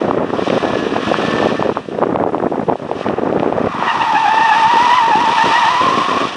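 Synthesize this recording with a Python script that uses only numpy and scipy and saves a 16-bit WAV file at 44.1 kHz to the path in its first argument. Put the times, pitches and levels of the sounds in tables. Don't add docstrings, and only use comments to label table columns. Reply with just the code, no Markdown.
import sys
import numpy as np
from scipy import signal
from scipy.fft import rfft, irfft, next_fast_len
from scipy.io import wavfile
from scipy.ndimage import uniform_filter1d, minimum_filter1d

SR = 44100
rng = np.random.default_rng(int(sys.argv[2]) if len(sys.argv) > 2 else 0)


def transcribe(u):
    v = np.clip(np.atleast_2d(u).T, -1, 1)
    q = np.round(v * 32767).astype(np.int16)
    wavfile.write(sys.argv[1], SR, q)


N = 280476
TIME = np.arange(N) / SR


def amp(db):
    return 10 ** (np.asarray(db) / 20)


def unit(x):
    return x / np.sqrt(np.mean(x ** 2) + 1e-20)


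def curves(rows):
    s, *columns = np.transpose(rows)
    return [np.interp(TIME, s, column) for column in columns]


def colour(points, hz):
    f, db = np.transpose(points)
    return amp(np.interp(np.log(hz + 1), np.log(f + 1), db))


def shaped(x, points):
    return irfft(rfft(x) * colour(points, np.fft.rfftfreq(N, 1 / SR)), N)


def wander(hz):
    slow = TIME[::16]
    size = next_fast_len(len(slow))
    f = np.fft.rfftfreq(size, slow[1])
    low_pass = np.exp(-.5 * (f / hz) ** 2)
    drift = irfft(rfft(rng.standard_normal(size)) * low_pass, size)
    return unit(np.interp(TIME, slow, drift[:len(slow)]))


def steadied(x, size):
    power = uniform_filter1d(uniform_filter1d(x ** 2, size), size)
    return x / np.sqrt(abs(power) + 1e-12)


def noise_floor(level_db=-53):
    # (frequency [Hz], relative density [dB per Hz])
    floor_colour = [(200, 2.5), (1500, -3.5), (3000, -5.5), (6000, -7.5), (10000, -12)]
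    return amp(level_db) * unit(shaped(rng.standard_normal(N), floor_colour))


def gust_level(rise_s=0.01, fall_s=0.012, breeze_db=-36.5):
    # (start [s], length [s], strength before the wind's trim [dB])
    gusts = [(0, 0.25, -16.5), (0.274, 0.15, -19), (0.479, 0.1, -15.5), (0.617, 0.098, -17.5),
             (0.726, 0.17, -20), (0.91, 0.12, -19.5), (1.072, .08, -17), (1.192, .36, -18.5),
             (1.6, .12, -16.5), (1.766, 0.033, -23), (1.924, 0.088, -22.5), (2.013, .28, -16),
             (2.332, .14, -18), (2.515, 0.12, -19.5), (2.684, 0.044, -15), (2.8, 0.19, -25),
             (3.056, 0.083, -19), (3.188, .31, -17.5), (3.522, 0.15, -18.5), (3.75, 0.12, -27),
             (3.933, 0.11, -29.5), (4.127, 0.029, -25), (4.344, .08, -28), (4.6, 0.054, -29),
             (4.733, 0.035, -23), (4.802, .13, -27.5), (5.082, .03, -22.5), (5.157, .17, -25.5),
             (5.44, 0.072, -23), (5.8, 0.22, -22.5), (6.081, 0.185, -23.5)]
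    level = np.full(N, amp(breeze_db))
    for start, length, db in gusts:
        outside = np.maximum((start - TIME) / rise_s, (TIME - start - length) / fall_s)
        level = np.maximum(level, amp(db) * np.exp(-np.maximum(outside, 0)))
    return level


def wind(lump_db=7.0, lump_hz=70, edge_db=-15, trim_db=1.0, swell_db=1.5, ceiling=0.85):
    # (frequency [Hz], relative density [dB per Hz])
    wind_colour = [(18, -50), (35, -43), (60, -34.5), (100, -9.5), (160, -5.5), (280, 1.5), (550, -2.5),
                   (850, -10), (1300, -17), (2000, -27.5), (3000, -46.5), (6000, -72), (10000, -100)]
    lumps = amp(lump_db * np.minimum(wander(lump_hz), 1.6))
    turbulence = steadied(lumps * unit(shaped(rng.standard_normal(N), wind_colour)), size=900)
    flow = turbulence * gust_level() * amp(trim_db + swell_db * wander(21.6))
    flow = ceiling * np.tanh(flow / ceiling)
    high_pass = signal.butter(2, 400, "high", fs=SR, output="sos")
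    edge = signal.sosfilt(high_pass, flow * abs(flow))
    return flow + amp(edge_db) * edge


def eddies(rate_per_s=30, over_gust_db=10.5, spread_db=3.5, crack_db=-28, crack_spread_db=5):
    at = np.flatnonzero(rng.random(N) < rate_per_s / SR)
    size, sharpness = rng.standard_normal((2, N))[:, at]
    db = 20 * np.log10(gust_level()[at]) + over_gust_db + spread_db * size
    return list(zip(TIME[at], db, db + crack_db + crack_spread_db * sharpness))


def buffets(thud_hz=663, octaves_per_db=0.0675, spread_octaves=0.91, cycles=0.63,
            crack_trim_db=1.0, crack_s=0.00029, crack_hz=2400):
    # (time [s], thud level [dB], crack level before crack_trim_db [dB])
    hard_blows = [(.083, -5, -40), (.111, 3.5, -15), (.176, -2.5, -21), (.502, -4, -6), (.757, -4.5, -15),
                  (.867, -7, -30), (.965, 0, -40), (1.116, 1, -40), (1.143, 4.5, -8), (1.428, 0, -30),
                  (1.46, 3, -23), (1.626, 4.5, -9), (1.772, 1.5, -22), (1.888, -9, -40), (1.989, -4.5, -24),
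                  (2.025, -4, -33), (2.037, 3.5, -17), (2.16, 5.5, -6.5), (2.207, -3, -33),
                  (2.239, 7.5, -12), (2.264, 1, -35), (2.347, -0.5, -23), (2.382, -6, -21),
                  (2.438, -2, -32), (2.524, -4, -34), (2.699, 6, -13), (2.757, -6, -40), (2.915, -1.5, -19),
                  (3.012, -6.5, -40), (3.087, -10, -13), (3.327, -1.5, -19), (3.398, -8, -10.5),
                  (3.432, -4, -17), (3.463, -1.5, -34), (3.526, -0.5, -18), (3.826, 1.5, -40),
                  (4.344, -3, -37)]
    out = np.zeros(N)
    blows = list(hard_blows) + eddies()
    for (s, db, sharp_db), (turn, crack_turn, size) in zip(blows, rng.random((len(blows), 3))):
        near = slice(*np.searchsorted(TIME, [s - .02, s + .02]))
        t = TIME[near] - s
        hz = thud_hz * 2 ** (octaves_per_db * db + spread_octaves * (size - .5))
        thud = np.exp(-(t * hz / cycles) ** 2) * np.cos(2 * np.pi * (hz * t + turn))
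        crack = np.cos(2 * np.pi * (crack_hz * t + crack_turn)) / (1 + (t / crack_s) ** 2) ** 2
        out[near] += amp(db) * thud + amp(sharp_db + crack_trim_db) * crack
    return out


def engine(uneven_db=-6, pipe_uneven_db=-12, waver=0.00064, rasp_db=3.5):
    # (time [s], firing rate [Hz], level [dB])
    engine_run = [(0, 165, -37), (.5, 186, -32), (.85, 202, -28), (.98, 206.6, -25), (1.08, 209, -25),
                  (1.2, 217.5, -24), (1.4, 222.5, -24), (1.6, 221, -28), (1.85, 200, -38), (2.3, 165, -43),
                  (2.8, 140, -43), (3.1, 158, -36), (3.5, 140, -39), (4.2, 152, -33), (5.0, 162, -32),
                  (5.55, 170.3, -27), (5.75, 173, -27), (6.36, 182, -33)]
    # (frequency [Hz], relative level [dB])
    nose = [(60, -11), (200, 8), (700, -16.5), (1100, 6), (1480, -3.5), (1620, -0.5), (1780, 3), (2000, -7),
            (2500, -3.5), (4000, -15.5), (6000, -31)]
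    # (frequency [Hz], relative level [dB])
    tailpipe = [(60, -28), (170, -13.5), (340, -6), (510, -7), (690, 0), (1000, 0.5), (2000, -40.5),
                (4000, -27), (6000, -38)]
    firing_hz, level_db = curves(engine_run)
    cycle_hz = firing_hz * (1 + waver * wander(15)) / 4
    cycles = np.cumsum(cycle_hz) / SR
    rear = np.clip((TIME - 3.8) / 0.61, 0, 1)
    slow = slice(None, None, 64)
    out = np.zeros(N)
    for k, start in enumerate(rng.random(size=80), 2):
        between = k % 4 > 0
        hz = k * cycle_hz[slow]
        nose_gain = colour(nose, hz) * amp(uneven_db * between)
        pipe_gain = colour(tailpipe, hz) * amp(pipe_uneven_db * between)
        gain = (1 - rear[slow]) * nose_gain + rear[slow] * pipe_gain
        out += np.interp(TIME, TIME[slow], gain) * np.sin(2 * np.pi * (k * cycles + start))
    return steadied(out * amp(rasp_db * wander(36)), size=4000) * amp(level_db)


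def whine(width_hz=22):
    # (time [s], pitch [Hz], level [dB])
    whine_path = [(.45, 1700, -70), (.65, 1713, -35), (1.0, 1690, -37), (1.22, 1763, -36),
                  (1.45, 1780, -30.5), (1.62, 1780, -35), (1.75, 1760, -80)]
    hz, level_db = curves(whine_path)
    phase = 2 * np.pi * np.cumsum(hz) / SR
    tone = wander(width_hz) * np.sin(phase) + wander(width_hz) * np.cos(phase)
    return amp(level_db) * unit(tone)


def scrub(hiss_trim_db=9, chatter_db=1.13, chatter_hz=70):
    # (time [s], roar level [dB])
    roar_run = [(0, -32), (.2, -35.5), (.66, -26), (.89, -40), (1.0, -28.5), (1.55, -29), (1.85, -67),
                (2.79, -50), (3.07, -27.5), (3.33, -39), (3.67, -27.5), (3.88, -18.5), (4.15, -23.5),
                (4.7, -19), (5.1, -22.5), (5.59, -18), (6.21, -21), (6.36, -26.5)]
    # (time [s], hiss level before hiss_trim_db [dB])
    hiss_run = [(0.0, -44), (0.21, -53), (0.46, -37), (0.92, -41), (1.1, -35.5), (1.47, -36.5), (1.82, -50),
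                (2.27, -57), (2.91, -52.5), (3.01, -42.5), (3.13, -53.5), (3.59, -50.5), (3.9, -37.5),
                (4.9, -31), (5.07, -35.5), (5.49, -29), (6.29, -34.5), (6.36, -40)]
    # (frequency [Hz], relative density [dB per Hz])
    roar_colour = [(100, -35.5), (400, -40.5), (700, -6), (900, -9), (1120, 2.5), (1300, -3), (1550, -12.5),
                   (1800, -8), (1980, -9), (2400, -12.5), (3500, -29), (9000, -57)]
    # (frequency [Hz], relative density [dB per Hz])
    hiss_colour = [(500, -35), (1500, -12), (1850, -1.5), (2400, 3.5), (3000, 2.5), (3700, 0), (4250, -7),
                   (5700, -8), (7000, -20), (8800, -22.5), (10000, -27.5)]
    (roar_db,), (hiss_db,) = curves(roar_run), curves(hiss_run)
    chatter = amp(chatter_db * wander(chatter_hz))
    roar = unit(chatter * shaped(rng.standard_normal(N), roar_colour)) * amp(roar_db)
    hiss = unit(chatter * shaped(rng.standard_normal(N), hiss_colour)) * amp(hiss_db + hiss_trim_db)
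    return roar + hiss


def tightness(wheel_hz=7.97, bite_s=4.14, rise_share=0.602):
    ramp = signal.sawtooth(2 * np.pi * wheel_hz * (TIME - bite_s), rise_share)
    return uniform_filter1d(ramp, size=800)


def flare():
    # (centre [s], half length [s], flare [dB])
    screeches = [(3.895, .03, 13.5), (4.02, 0.012, 17.5), (4.164, 0.018, 11.5), (4.932, 0.017, 9.5),
                 (4.986, 0.016, 8.5), (5.128, .025, 5.5), (5.415, 0.04, 10), (5.558, 0.026, 7)]
    return sum(db * np.exp(-((TIME - s) / half) ** 4) for s, half, db in screeches)


def squeal(jitter=0.02006, jitter_hz=140, flutter_db=2.0, tone_trim_db=-1.5, smear_hz=75, smear_trim_db=-2,
           overtone_trims_db=(-2.0, -6.0, -21), shading_db=-3,
           tight_tone_db=-1.5, tight_overtone_db=-1.4, flare_share=0.16):
    # (time [s], mean pitch [Hz], swing with tightness [share of pitch])
    pitch_path = [(3.75, 1050, 0.011), (3.88, 933.6, 0.011), (4.04, 925, .015), (4.25, 853.6, 0.067),
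                  (4.382, 890.4, 0.015), (4.55, 889, 0.042), (4.781, 935, 0.041), (4.95, 992.8, .025),
                  (5.12, 869, 0.044), (5.22, 931, 0.057), (5.421, 916.5, 0.043), (5.581, 929, .05),
                  (5.68, 942.5, 0.067), (5.82, 1040, 0.034), (5.951, 1077, 0.02), (6.3, 1108, 0.018)]
    # (time [s], power share of clear tone [0-1])
    grip = [(3.75, 0.01), (3.86, 0.04), (3.9, 0.99), (3.97, 0), (4.03, 0.75), (4.4, 0.91), (5.15, 1),
            (5.33, 0.9), (5.55, 0.88), (5.85, 0.91), (6.0, .45), (6.3, 0.3)]
    # (time [s], tone level [dB], overtone level [dB])
    loudness = [(3.75, -22.5, -35), (3.87, -19.5, -31.5), (3.96, -17, -29.5), (4.04, -12.5, -30),
                (4.26, -11.5, -22.5), (4.48, -10.5, -17.5), (4.7, -10, -23), (5.15, -11, -25.5),
                (5.32, -14.5, -32), (5.42, -13, -28.5), (5.49, -16, -27.5), (5.57, -13, -20),
                (5.68, -11.5, -20), (5.74, -15.5, -23), (5.82, -11, -28), (6.0, -16, -37),
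                (6.27, -20.5, -38.5), (6.32, -43, -37)]
    mean_hz, swing = curves(pitch_path)
    level_db, overtone_db = curves(loudness)
    tight, screech_db = tightness(), flare()
    hz = mean_hz * (1 + swing * tight)
    level_db = level_db + tight_tone_db * tight + flare_share * screech_db
    overtone_db = overtone_db + tight_overtone_db * tight + screech_db
    clear = curves(grip)[0]
    catches = wander(30) * (.008 + .04 * (1 - clear))
    phase = 2 * np.pi * np.cumsum(hz * (1 + catches + jitter * wander(jitter_hz))) / SR
    flutter = steadied(amp(flutter_db * wander(100)), size=2000)
    tone = np.sqrt(2 * clear) * flutter * np.sin(phase) * amp(tone_trim_db)
    narrow_noise = wander(smear_hz) * np.sin(phase) + wander(smear_hz) * np.cos(phase)
    smear = np.sqrt(1 - clear) * narrow_noise * amp(smear_trim_db)
    turned = np.clip((TIME - 4.5) / 0.35, 0, 1)
    overtones = np.zeros(N)
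    for k, db in enumerate(overtone_trims_db, 2):
        partial = amp(3.0 * wander(60)) * np.sin(k * phase + 0.25 * k * wander(110))
        overtones += amp(db + shading_db * turned * (k > 2)) * unit(partial)
    inside = np.minimum(TIME - pitch_path[0][0], pitch_path[-1][0] - TIME)
    sliding = np.clip(inside / 0.052 + 1, 0, 1)
    singing = amp(level_db) * (tone + smear)
    return sliding * (singing + amp(overtone_db) * np.sqrt(clear) * flutter * overtones)


def scene():
    # (frequency [Hz], gain [dB])
    path = [(1900, 0), (2020, -3.5), (2140, -14.5), (2260, -4), (2380, -2)]
    car = shaped(engine() + whine() + scrub() + squeal(), path)
    fade_in = np.minimum(TIME / .008, 1)
    return (fade_in * (noise_floor() + wind() + buffets() + car))[None]


def record(dry, limit=0.96, recovery_db_per_s=200, low_cut_hz=55, edge_hz=10080):
    low_cut = signal.butter(2, low_cut_hz, "high", fs=SR, output="sos")
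    sound = signal.sosfilt(low_cut, dry)
    over_db = 20 * np.log10(np.maximum(abs(sound[0]) / limit, 1))
    fall = TIME * recovery_db_per_s
    duck_db = np.maximum.accumulate(over_db + fall) - fall
    gain_db = uniform_filter1d(minimum_filter1d(-duck_db, size=31), size=31)
    band_limit = signal.firwin(1023, edge_hz, window=("kaiser", 9), fs=SR)[None]
    return signal.oaconvolve(sound * amp(gain_db), band_limit, "same")


dry = scene()
out = record(dry)
transcribe(out)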